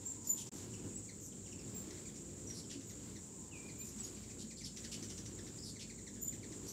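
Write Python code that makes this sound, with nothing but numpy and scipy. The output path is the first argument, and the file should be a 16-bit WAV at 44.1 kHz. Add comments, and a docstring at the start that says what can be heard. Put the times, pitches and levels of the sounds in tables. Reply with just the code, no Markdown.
"""At the edge of a porch roof, hummingbirds crowd a hanging feeder.
Insects shrill in the trees, a soft rush comes and goes, and another bird whistles farther off.
Many wings beat at slightly different rates, making a wavering hum and a swish of feathers.
The birds squeal, rasp and chip at each other, and the porch adds a short echo to the calls.
About half a second in, the whole sound drops out for an instant."""
import sys
import numpy as np
from scipy import signal
from scipy.fft import rfft, irfft
from scipy.io import wavfile
from scipy.ndimage import map_coordinates

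SR = 44100
rng = np.random.default_rng(int(sys.argv[2]) if len(sys.argv) > 2 else 0)


def wav_out(sig):
    """Save sig, one row per channel (or a flat mono array), as 16-bit PCM at SR to the path in sys.argv[1]."""
    wavfile.write(sys.argv[1], SR, np.round(np.clip(np.atleast_2d(sig).T, -1, 1) * 32767).astype(np.int16))


N = 296352
TIME = np.arange(N) / SR
TREBLE_LIMIT_HZ = 15700


def gain_of(db):
    """Turns decibels into a number to multiply a sound by."""
    return 10 ** (np.asarray(db) / 20)


def unit_level(x):
    """Scales a sound to an average (rms) level of one."""
    return x / np.sqrt(np.mean(x ** 2) + 1e-20)


def level_at(colour, hz):
    """Looks up the decibels at a frequency in a table of tone colour."""
    table_hz, db = np.transpose(colour)
    return np.interp(np.log(hz + 1), np.log(table_hz + 1), db)


def follow(rows):
    """Joins a table's points in time with straight lines, one curve per column."""
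    times, *columns = np.transpose(rows)
    return [np.interp(TIME, times, column) for column in columns]


def add(mix, start_s, sound):
    """Mixes a sound in at its start time."""
    part = mix[max(round(start_s * SR), 0):][:len(sound)]
    part += sound[:len(part)]


def drift(rate_hz, size=N):
    """A random wander of about plus or minus one that turns rate_hz times a second."""
    points = rng.standard_normal(2048)
    position = np.arange(size) * rate_hz / SR
    return map_coordinates(points, [position], order=1, mode="wrap") * np.sqrt(3 / 2)


def coloured(x, colour):
    """Gives a sound a tone colour, at an average level of one."""
    hz = np.fft.rfftfreq(len(x), 1 / SR)
    return unit_level(irfft(rfft(x) * gain_of(level_at(colour, hz)), len(x)))


def noise(colour, size=N):
    """Steady noise with a tone colour."""
    return coloured(rng.standard_normal(size), colour)


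def porch_echo(x, echo_db, decay_s, dull_hz=9000, bounce_db=-13):
    """Adds three early bounces off roof and wall, then a short, duller tail."""
    t = np.arange(SR // 2) / SR
    clicks = rng.choice([-1, 1], len(t)) * (rng.random(len(t)) < 2000 / SR)
    tail = clicks * (t > .004) * gain_of(-60 * t / decay_s)
    tail /= np.linalg.norm(tail)
    echo = gain_of(echo_db) * signal.lfilter(*signal.butter(1, dull_hz, fs=SR), tail)
    for delay_s in rng.uniform(.005, .024, size=3):
        echo[round(delay_s * SR)] += gain_of(bounce_db)
    return x + signal.fftconvolve(x, echo)[:N]


# How loud the faraway rush is: time_s, level_db
RUSH_LOUDNESS = [(0, -73.5), (.4, -68.5), (1.2, -85), (2.7, -95), (3.4, -71), (4.5, -92.5), (6.72, -76.5)]

def distant_rush(hz=950):
    """A soft band of noise from far away that comes and goes."""
    db, = follow(RUSH_LOUDNESS)
    band = [(hz / 2, -35), (hz * .85, -3), (hz * 1.1, 0), (hz * 1.2, -20), (hz * 3, -60)]
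    return gain_of(db) * noise(band)


# Tone colour of the insects: frequency_hz, relative_db
INSECT_COLOUR = [(4000, -43), (5500, -15.5), (6400, -11), (6950, 1), (7150, -2.5), (7380, 1), (7750, -1.5),
                 (8200, -9), (8550, -8.5), (9500, -21.5), (11000, -45), (13700, -30), (14600, -26),
                 (15600, -32)]
# How their loudness changes: time_s, relative_db
INSECT_LOUDNESS = [(0, -61), (3, -62), (6.72, -62.5)]

def insects(chorus_db=6, singer_db=-3, singer_hz=7390, flicker_db=1.3):
    """A shrill chorus, with one nearer singer pulsing through it."""
    db, = follow(INSECT_LOUDNESS)
    chorus = noise(INSECT_COLOUR) * gain_of(chorus_db + flicker_db * drift(40))
    throb_hz = 24.8 * (1 + .04 * drift(4))
    throb = (1 + np.cos(2 * np.pi * np.cumsum(throb_hz) / SR)) ** 2
    # a narrow band of noise around the singer's pitch
    shrill = (drift(230) + 1j * drift(230)) * np.exp(2j * np.pi * singer_hz * TIME)
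    return gain_of(db) * (chorus + gain_of(singer_db) * unit_level(throb * shrill.real))


def bird_note(pitch_hz, db, octave_db, waver, flutter_db, crack_hz):
    """A fluttering tone and its octave; pushed below crack_hz, it turns hoarse."""
    size = len(pitch_hz)
    hoarse = .05 * np.clip(10 * (1 - pitch_hz / crack_hz), 0, 1)
    jitter = waver * drift(400, size) + hoarse * drift(1200, size)
    phase = 2 * np.pi * np.cumsum(pitch_hz * (1 + jitter)) / SR
    level = gain_of(db + flutter_db * drift(135, size)) * signal.windows.tukey(size, .3)
    return level * (np.sin(phase) + gain_of(octave_db) * np.sin(2 * phase))


# A whistled phrase: start_s, length_s, first_hz, middle_hz, last_hz, relative_db
WHISTLE_NOTES = [(3.508, 0.082, 3070, 2475, 2340, -53.5), (3.599, 0.105, 2320, 2410, 2420, -58.5),
                 (3.75, 0.107, 2280, 2415, 2580, -62.5)]

def far_whistles():
    """A farther bird whistles one falling note, then two gently rising ones."""
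    out = np.zeros(N)
    for start_s, length_s, *pitches_hz, db in WHISTLE_NOTES:
        curve = np.polyfit([0, .5, 1], pitches_hz, 2)
        pitch_hz = np.polyval(curve, np.linspace(0, 1, round(length_s * SR)))
        note = bird_note(pitch_hz, db, octave_db=-28, waver=.01, flutter_db=3, crack_hz=2200)
        add(out, start_s, note)
    return out


def far_chips(chips_per_s=7):
    """Faint, random chatter from birds waiting in the trees."""
    out = np.zeros(N)
    for when, high, loud in rng.random((round(chips_per_s * N / SR), 3)):
        db = -66 + 8 * (loud - .5)
        add(out, when * N / SR, chip(hz=1700 * 2.5 ** high, db=db, ring_db=db - 10))
    return out


def wings(beat_hz, tones_db, wander, shimmer):
    """Wings hum at whole multiples of their beat; each tone swells and fades as the bird turns."""
    step = 10  # low tones need only every tenth sample
    wavering_hz = beat_hz * (1 + wander * (drift(6) + 1.4 * drift(22)))
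    beats = np.cumsum(wavering_hz)[::step] / SR
    hum = 0
    for k, db in enumerate(tones_db, 1):
        facing = 1 + shimmer * drift(9 * step, len(beats))
        hum += gain_of(db) * facing * np.sin(2 * np.pi * (k * beats + rng.random()))
    return unit_level(signal.resample_poly(hum, step, 1)[:N])


# Birds darting past: closest_s, half_power_s (sign ignored), hum_relative_db, swish_relative_db
FLY_PASTS = [(.03, 0.35, -69, -66), (.25, 1.7, -57.5, -72), (.62, 0.09, -52.5, -60), (.85, -0.03, -51, -75),
             (.87, -0.06, -50.5, -87), (1.7, 0.16, -53, -71), (1.86, 0.14, -53.5, -60.5),
             (2.5, 0.25, -52, -67.5), (3.06, 0.09, -54.5, -61.5), (3.66, 0.12, -52, -64.5),
             (4.08, 0.11, -57, -59.5), (4.38, 0.03, -52.5, -69), (5.0, 0.09, -53, -61),
             (5.4, 0.2, -52.5, -64), (6.62, 0.3, -51, -64.5)]

def fly_past_levels(hum_floor_db=-55.5, swish_floor_db=-90):
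    """Hum and swish in decibels as birds fly straight past: twice as far, a quarter of the power."""
    hum_power, swish_power = gain_of(hum_floor_db) ** 2, gain_of(swish_floor_db) ** 2
    for closest_s, half_power_s, hum_db, swish_db in FLY_PASTS:
        distance_squared = 1 + ((TIME - closest_s) / half_power_s) ** 2
        hum_power += gain_of(hum_db) ** 2 / distance_squared
        swish_power += gain_of(swish_db) ** 2 / distance_squared
    return 10 * np.log10(hum_power), 10 * np.log10(swish_power)


# The usual wingbeat of each bird in the flock: beat_hz
FLOCK_BEATS = [42.76, 46.73, 49.4, 51.83, 53.1, 56.8, 60.47]
# Tone colour of their hum: frequency_hz, relative_db
HUM_COLOUR = [(35, -42), (52, -9.5), (95, 4.5), (150, -1.5), (210, 2.5), (380, -3), (520, -11.5),
              (900, -39)]
# Tone colour of the air they stir: frequency_hz, relative_db
AIR_COLOUR = [(30, -34), (60, 3), (130, 2), (330, 3), (480, -6.5), (680, -14.5), (1300, -19.5),
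              (15500, -54)]

def flock(trim_db=-2.5, air_db=-59.5, air_swell=1.95):
    """Many wingbeats drift in and out of step; the rush of air swells as birds pass."""
    db, _ = fly_past_levels()
    multiples = np.arange(1, 17)
    hum = sum(wings(hz, level_at(HUM_COLOUR, hz * multiples), wander=.025, shimmer=.49)
              for hz in FLOCK_BEATS)
    air = gain_of(air_db + air_swell * (db - db.mean())) * noise(AIR_COLOUR)
    return gain_of(db + trim_db) * unit_level(hum) + air


# A bird hovering close by: time_s, beat_hz, relative_db
NEAR_HOVER = [(0, 52.1, -65), (2.25, 46.5, -58.5), (2.9, 49.6, -59), (3.4, 53, -63), (4.05, 53.97, -58.5),
              (4.8, 53.23, -57), (5.5, 52.3, -60), (6.3, 54.8, -57), (6.72, 55.65, -62)]
# The tones in its hum: multiple_of_beat, relative_db
NEAR_TONES = [(1, -23), (2, -0.5), (3, 1.5), (4, 6.5), (5, -14), (7, -13.5), (10, -18), (14, -52)]
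# A second bird with a deeper hum: time_s, beat_hz, relative_db
DEEP_HOVER = [(0, 53, -73), (2.05, 57.2, -68), (3.5, 58.2, -69), (4.4, 57.7, -61), (6.72, 53, -63)]

def near_birds(trim_db=-1, deep_db_per_octave=-9):
    """The two closest birds hum, each changing its wingbeat and loudness as it hovers."""
    multiples = np.arange(1, 15)
    near_hz, near_db = follow(NEAR_HOVER)
    deep_hz, deep_db = follow(DEEP_HOVER)
    near = wings(near_hz, level_at(NEAR_TONES, multiples), wander=.025, shimmer=.41)
    deep = wings(deep_hz, deep_db_per_octave * np.log2(multiples), wander=.015, shimmer=.28)
    return gain_of(near_db + trim_db) * near + gain_of(deep_db + trim_db) * deep


# Tone colour of swishing feathers: frequency_hz, relative_db
SWISH_COLOUR = [(400, -25), (700, 4), (1300, 1), (2100, 0.5), (3200, 1), (5000, 2.5), (9000, -5),
                (15000, -12)]

def feathers(trim_db=-1, pulse_depth=.19, flicker_db=1):
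    """A faint swish on every wing stroke, strongest when a bird darts past."""
    _, db = fly_past_levels()
    beat_hz, _ = follow(NEAR_HOVER)
    strokes = unit_level(1 + pulse_depth * np.cos(2 * np.pi * np.cumsum(beat_hz) / SR))
    return gain_of(db + trim_db + flicker_db * drift(23)) * strokes * noise(SWISH_COLOUR)


# Birds swerving close by: loudest_s, swell_s, strongest_tone_hz, level_db
CLOSE_SWERVES = [(.74, .1, 110, -55.5), (2.779, 0.048, 289, -53.5), (4.019, 0.056, 212.7, -49.5),
                 (4.43, .06, 211, -53), (4.881, 0.039, 220.4, -53.5), (5.27, 0.065, 109.3, -51.5),
                 (5.679, 0.061, 300, -53.5), (6.22, .06, 218.3, -55)]

def swerves(rough_beat_hz=53, pitch_bend=.02, neighbour_db=-9):
    """The hum swells with one tone standing out, and its pitch falls as the bird turns away."""
    out = np.zeros(N)
    for loudest_s, swell_s, hz, db in CLOSE_SWERVES:
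        path = np.linspace(-3, 3, round(6 * swell_s * SR))  # zero is the closest point
        strongest = round(hz / rough_beat_hz)
        beat_hz = hz / strongest * (1 - pitch_bend * np.tanh(path) + .04 * drift(18, len(path)))
        beats = np.cumsum(beat_hz) / SR
        flutter = unit_level(1 + .55 * drift(24, len(path)))
        hum = 0
        for k in range(2, 9):
            strength = gain_of(neighbour_db * abs(k - strongest))
            hum += strength * np.sin(2 * np.pi * (k * beats + rng.random()))
        swell = gain_of(db) * np.exp(-path ** 2)
        add(out, loudest_s - 3 * swell_s, swell * flutter * unit_level(hum))
    return out


# Thin squeals: start_s, length_s, pitch_hz, glide_hz_per_s, relative_db, octave_db
SQUEAL_CALLS = [(0.049, 0.032, 7330, 2491, -41, -20.5), (0.085, 0.046, 7330, -6000, -40.5, -26),
                (0.265, 0.096, 7100, -300, -33, -10.5), (0.939, 0.063, 7780, -500, -44, -32),
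                (1.737, 0.096, 7400, -3000, -45, -9), (2.462, 0.088, 5780, -4000, -47, -26),
                (2.541, 0.14, 5390, -900, -57, -16), (2.863, 0.062, 6800, -6000, -49.5, -11),
                (3.77, .12, 7190, -1200, -47, -10), (3.988, 0.045, 7720, -1500, -45, -28),
                (4.022, 0.06, 6760, 498, -44, -17), (4.635, 0.027, 5050, 3507, -41.5, -23),
                (5.579, 0.027, 5000, 16982, -54, -23), (5.618, 0.046, 5220, 9000, -47.5, -20),
                (6.212, 0.046, 7080, 3508, -35.5, -4), (6.269, 0.031, 7070, -2000, -33, -13.5),
                (6.675, 0.054, 6180, 27994, -46.5, -9)]

def squeals(peak_at=.42, pitch_sag=.0155, ends_db=-11):
    """Pitch and loudness rise and fall in one arch, on top of each squeal's own glide."""
    out = np.zeros(N)
    for start_s, length_s, hz, glide, db, octave_db in SQUEAL_CALLS:
        progress = np.linspace(0, 1, round(length_s * SR))
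        off_peak = np.interp(progress, [0, peak_at, 1], [1, 0, 1])
        pitch_hz = hz * (1 - pitch_sag * off_peak ** 2) + glide * length_s * (progress - .5)
        arch_db = db + ends_db * np.sqrt(off_peak)
        note = bird_note(pitch_hz, arch_db, octave_db, waver=.009, flutter_db=3.5, crack_hz=5770)
        add(out, start_s, note)
    return out


def throat_voice(pitch_hz, throat_hz, width_octaves=.6, leak=.3):
    """The throat favours the overtones near throat_hz; a little of the rest leaks past."""
    phase = 2 * np.pi * np.cumsum(pitch_hz) / SR
    out = 0
    for k in range(1, 8):
        octaves_away = np.log2(k * pitch_hz / throat_hz)
        passed = np.exp(-.5 * (octaves_away / width_octaves) ** 2) + leak / k ** 1.3
        treble_fade = 1 / (1 + (k * pitch_hz / 12500) ** 6)
        out += passed * treble_fade * np.sin(k * phase + 2 * np.pi * rng.random())
    return unit_level(out)


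# Harsh scolding calls: start_s, length_s, pitch_hz, throat_hz, jitter_share, relative_db
RASP_CALLS = [(0.231, 0.07, 6180, 6900, 0.17, -56), (0.364, 0.07, 3100, 6460, 0.17, -51),
              (0.522, 0.089, 6500, 7800, 0.12, -57.5), (1.189, 0.1, 6420, 8500, 0.077, -57.5),
              (2.528, 0.094, 4840, 6500, 0.15, -55.5), (2.689, 0.073, 2906, 4640, 0.21, -56.5),
              (3.832, 0.085, 6530, 8500, .17, -56.5), (4.016, 0.074, 4800, 6800, 0.32, -58.5),
              (4.38, 0.061, 4300, 5660, .27, -55.5), (4.567, 0.031, 4680, 5200, 0.13, -56),
              (4.642, .04, 4490, 5800, 0.26, -50.5), (4.91, 0.05, 2900, 5530, 0.23, -48.5),
              (5.629, 0.095, 4750, 6400, 0.15, -54), (5.788, 0.052, 2643, 5000, 0.21, -52),
              (6.658, 0.056, 5560, 6700, .19, -55.5)]

def rasps(fall=.25):
    """The voice breaks up: its falling pitch jitters so fast that the tones smear into a hiss."""
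    out = np.zeros(N)
    for start_s, length_s, hz, throat_hz, jitter, db in RASP_CALLS:
        t = np.arange(0, length_s, 1 / SR)
        pitch_hz = hz * np.exp(-fall * (t / length_s - .5) + jitter * drift(3000, len(t)))
        grain = unit_level(1 + .23 * drift(503, len(t)))
        swell = gain_of(db) * signal.windows.tukey(len(t), .5)
        add(out, start_s, swell * grain * throat_voice(pitch_hz, throat_hz))
    return out


# Tone colours of a chip's voice, hoarse hiss and ringing throat: frequency_hz, relative_db
VOICE_COLOUR = [(2200, 0), (4300, -2), (9000, -11), (15500, -32)]
HISS_COLOUR = [(600, -29), (1900, -5), (4500, -0.5), (8500, -3), (15500, -25)]
THROAT_COLOUR = [(2000, -35), (4600, -15.5), (5900, 4), (7200, -11), (15000, -27)]
CHIP_PEAK_S = .025

def chip(hz, db, ring_db, rise_s=.0066, sweep_s=.013):
    """A quick downward sweep that breaks up into hiss and rings the throat."""
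    t = np.arange(SR // 12) / SR - CHIP_PEAK_S  # zero at the peak
    hoarse = np.clip(.4 + .1 * (ring_db - db), 0, 1)  # a forced, ringing chip is hoarser
    fade_s = .0058 + .0022 * hoarse
    swell = np.where(t < 0, np.exp(-.5 * (t / rise_s) ** 2), 1 / np.cosh(t / fade_s))
    fall = 17 * rng.uniform(.7, 1.3) * np.minimum(t, sweep_s)
    jitter = (.02 + .04 * hoarse) * drift(1498, len(t))
    pitch_hz = hz * np.exp(jitter - fall)
    cycles = np.cumsum(pitch_hz) / SR
    tone = 0
    for k in range(1, int(TREBLE_LIMIT_HZ / hz) + 1):
        strength = gain_of(level_at(VOICE_COLOUR, k * pitch_hz))
        tone += strength * np.sin(2 * np.pi * (k * cycles + rng.random()))
    voice = np.sqrt(1 - hoarse) * unit_level(tone) + np.sqrt(hoarse) * noise(HISS_COLOUR, len(t))
    ring = gain_of(ring_db) * coloured(voice, THROAT_COLOUR)
    grain = unit_level(1 + .35 * drift(500, len(t)))
    return swell * grain * (gain_of(db) * voice + ring)


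# Short falling chips: loudest_s, pitch_hz, voice_relative_db, ring_relative_db
CHIP_CALLS = [(.475, 2150, -65.5, -58), (.62, 1600, -66, -62), (.743, 2770, -58, -68),
              (.795, 2800, -65, -76), (0.849, 2800, -66.5, -83), (.91, 2760, -66, -80),
              (.975, 2730, -67.5, -75), (1.095, 2100, -56.5, -64), (1.467, 2850, -60, -64),
              (1.53, 2730, -61.5, -70), (1.596, 2690, -61.5, -66), (1.913, 2010, -58, -59.5),
              (1.98, 2050, -63, -68.5), (2.06, 2300, -62.5, -70), (2.16, 2200, -63.5, -61),
              (2.507, 1950, -58.5, -59.5), (2.717, 1850, -60, -57), (2.81, 2090, -62, -61),
              (2.904, 2100, -61, -62), (3.164, 2020, -59.5, -63), (3.694, 2230, -59, -64),
              (3.809, 4500, -65, -79), (3.991, 2584, -67, -57), (4.046, 5000, -58, -66),
              (4.173, 2400, -61, -60), (4.238, 2350, -62, -63), (4.309, 2300, -62, -62),
              (4.515, 2203, -58, -60), (4.617, 2200, -57, -58), (4.775, 2004, -55, -52.5),
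              (4.849, 1953, -54, -52), (5.034, 2002, -54, -49.5), (5.106, 1950, -57.5, -52),
              (5.184, 1950, -57.5, -52.5), (5.264, 2004, -59.5, -54), (5.391, 1900, -56.5, -61),
              (5.474, 1950, -58.5, -59), (5.767, 2090, -60, -66), (5.904, 2210, -55, -64),
              (5.989, 2060, -62, -70), (6.076, 2000, -57, -63), (6.157, 1940, -66, -71),
              (6.331, 2050, -58, -67), (6.437, 2120, -57, -65.5), (6.525, 2106, -57, -58.5)]

def feeder_chips():
    """The birds around the feeder chatter in quick runs of chips."""
    out = np.zeros(N)
    for loudest_s, hz, db, ring_db in CHIP_CALLS:
        add(out, loudest_s - CHIP_PEAK_S, chip(hz, db, ring_db))
    return out


def scene():
    """Calls echo under the porch roof, over wing hum and insects; left and right are the same."""
    scolding = gain_of(.17) * porch_echo(feeder_chips() + rasps(), echo_db=-3, decay_s=.29)
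    squealing = gain_of(1) * porch_echo(squeals(), echo_db=-3, decay_s=.36)
    far_calls = porch_echo(far_whistles() + far_chips(), echo_db=-.5, decay_s=.4, dull_hz=5000)
    flight = near_birds() + swerves() + flock() + feathers()
    background = insects() + distant_rush() + gain_of(-4.5) * far_calls
    mix = background + flight + squealing + scolding
    return np.array([mix, mix])


# A brief hush in the whole sound: time_s, gain
BRIEF_HUSH = [(.488, 1), (.496, .004), (.515, .004), (.521, 1)]

def record(dry):
    """The sound drops out for an instant, and the very highest treble is cut away."""
    gain, = follow(BRIEF_HUSH)
    treble_cut = signal.firwin(511, TREBLE_LIMIT_HZ, window=("kaiser", 9), fs=SR)
    return signal.oaconvolve(dry * gain, treble_cut[None], "same")


dry = scene()
out = record(dry)
wav_out(out)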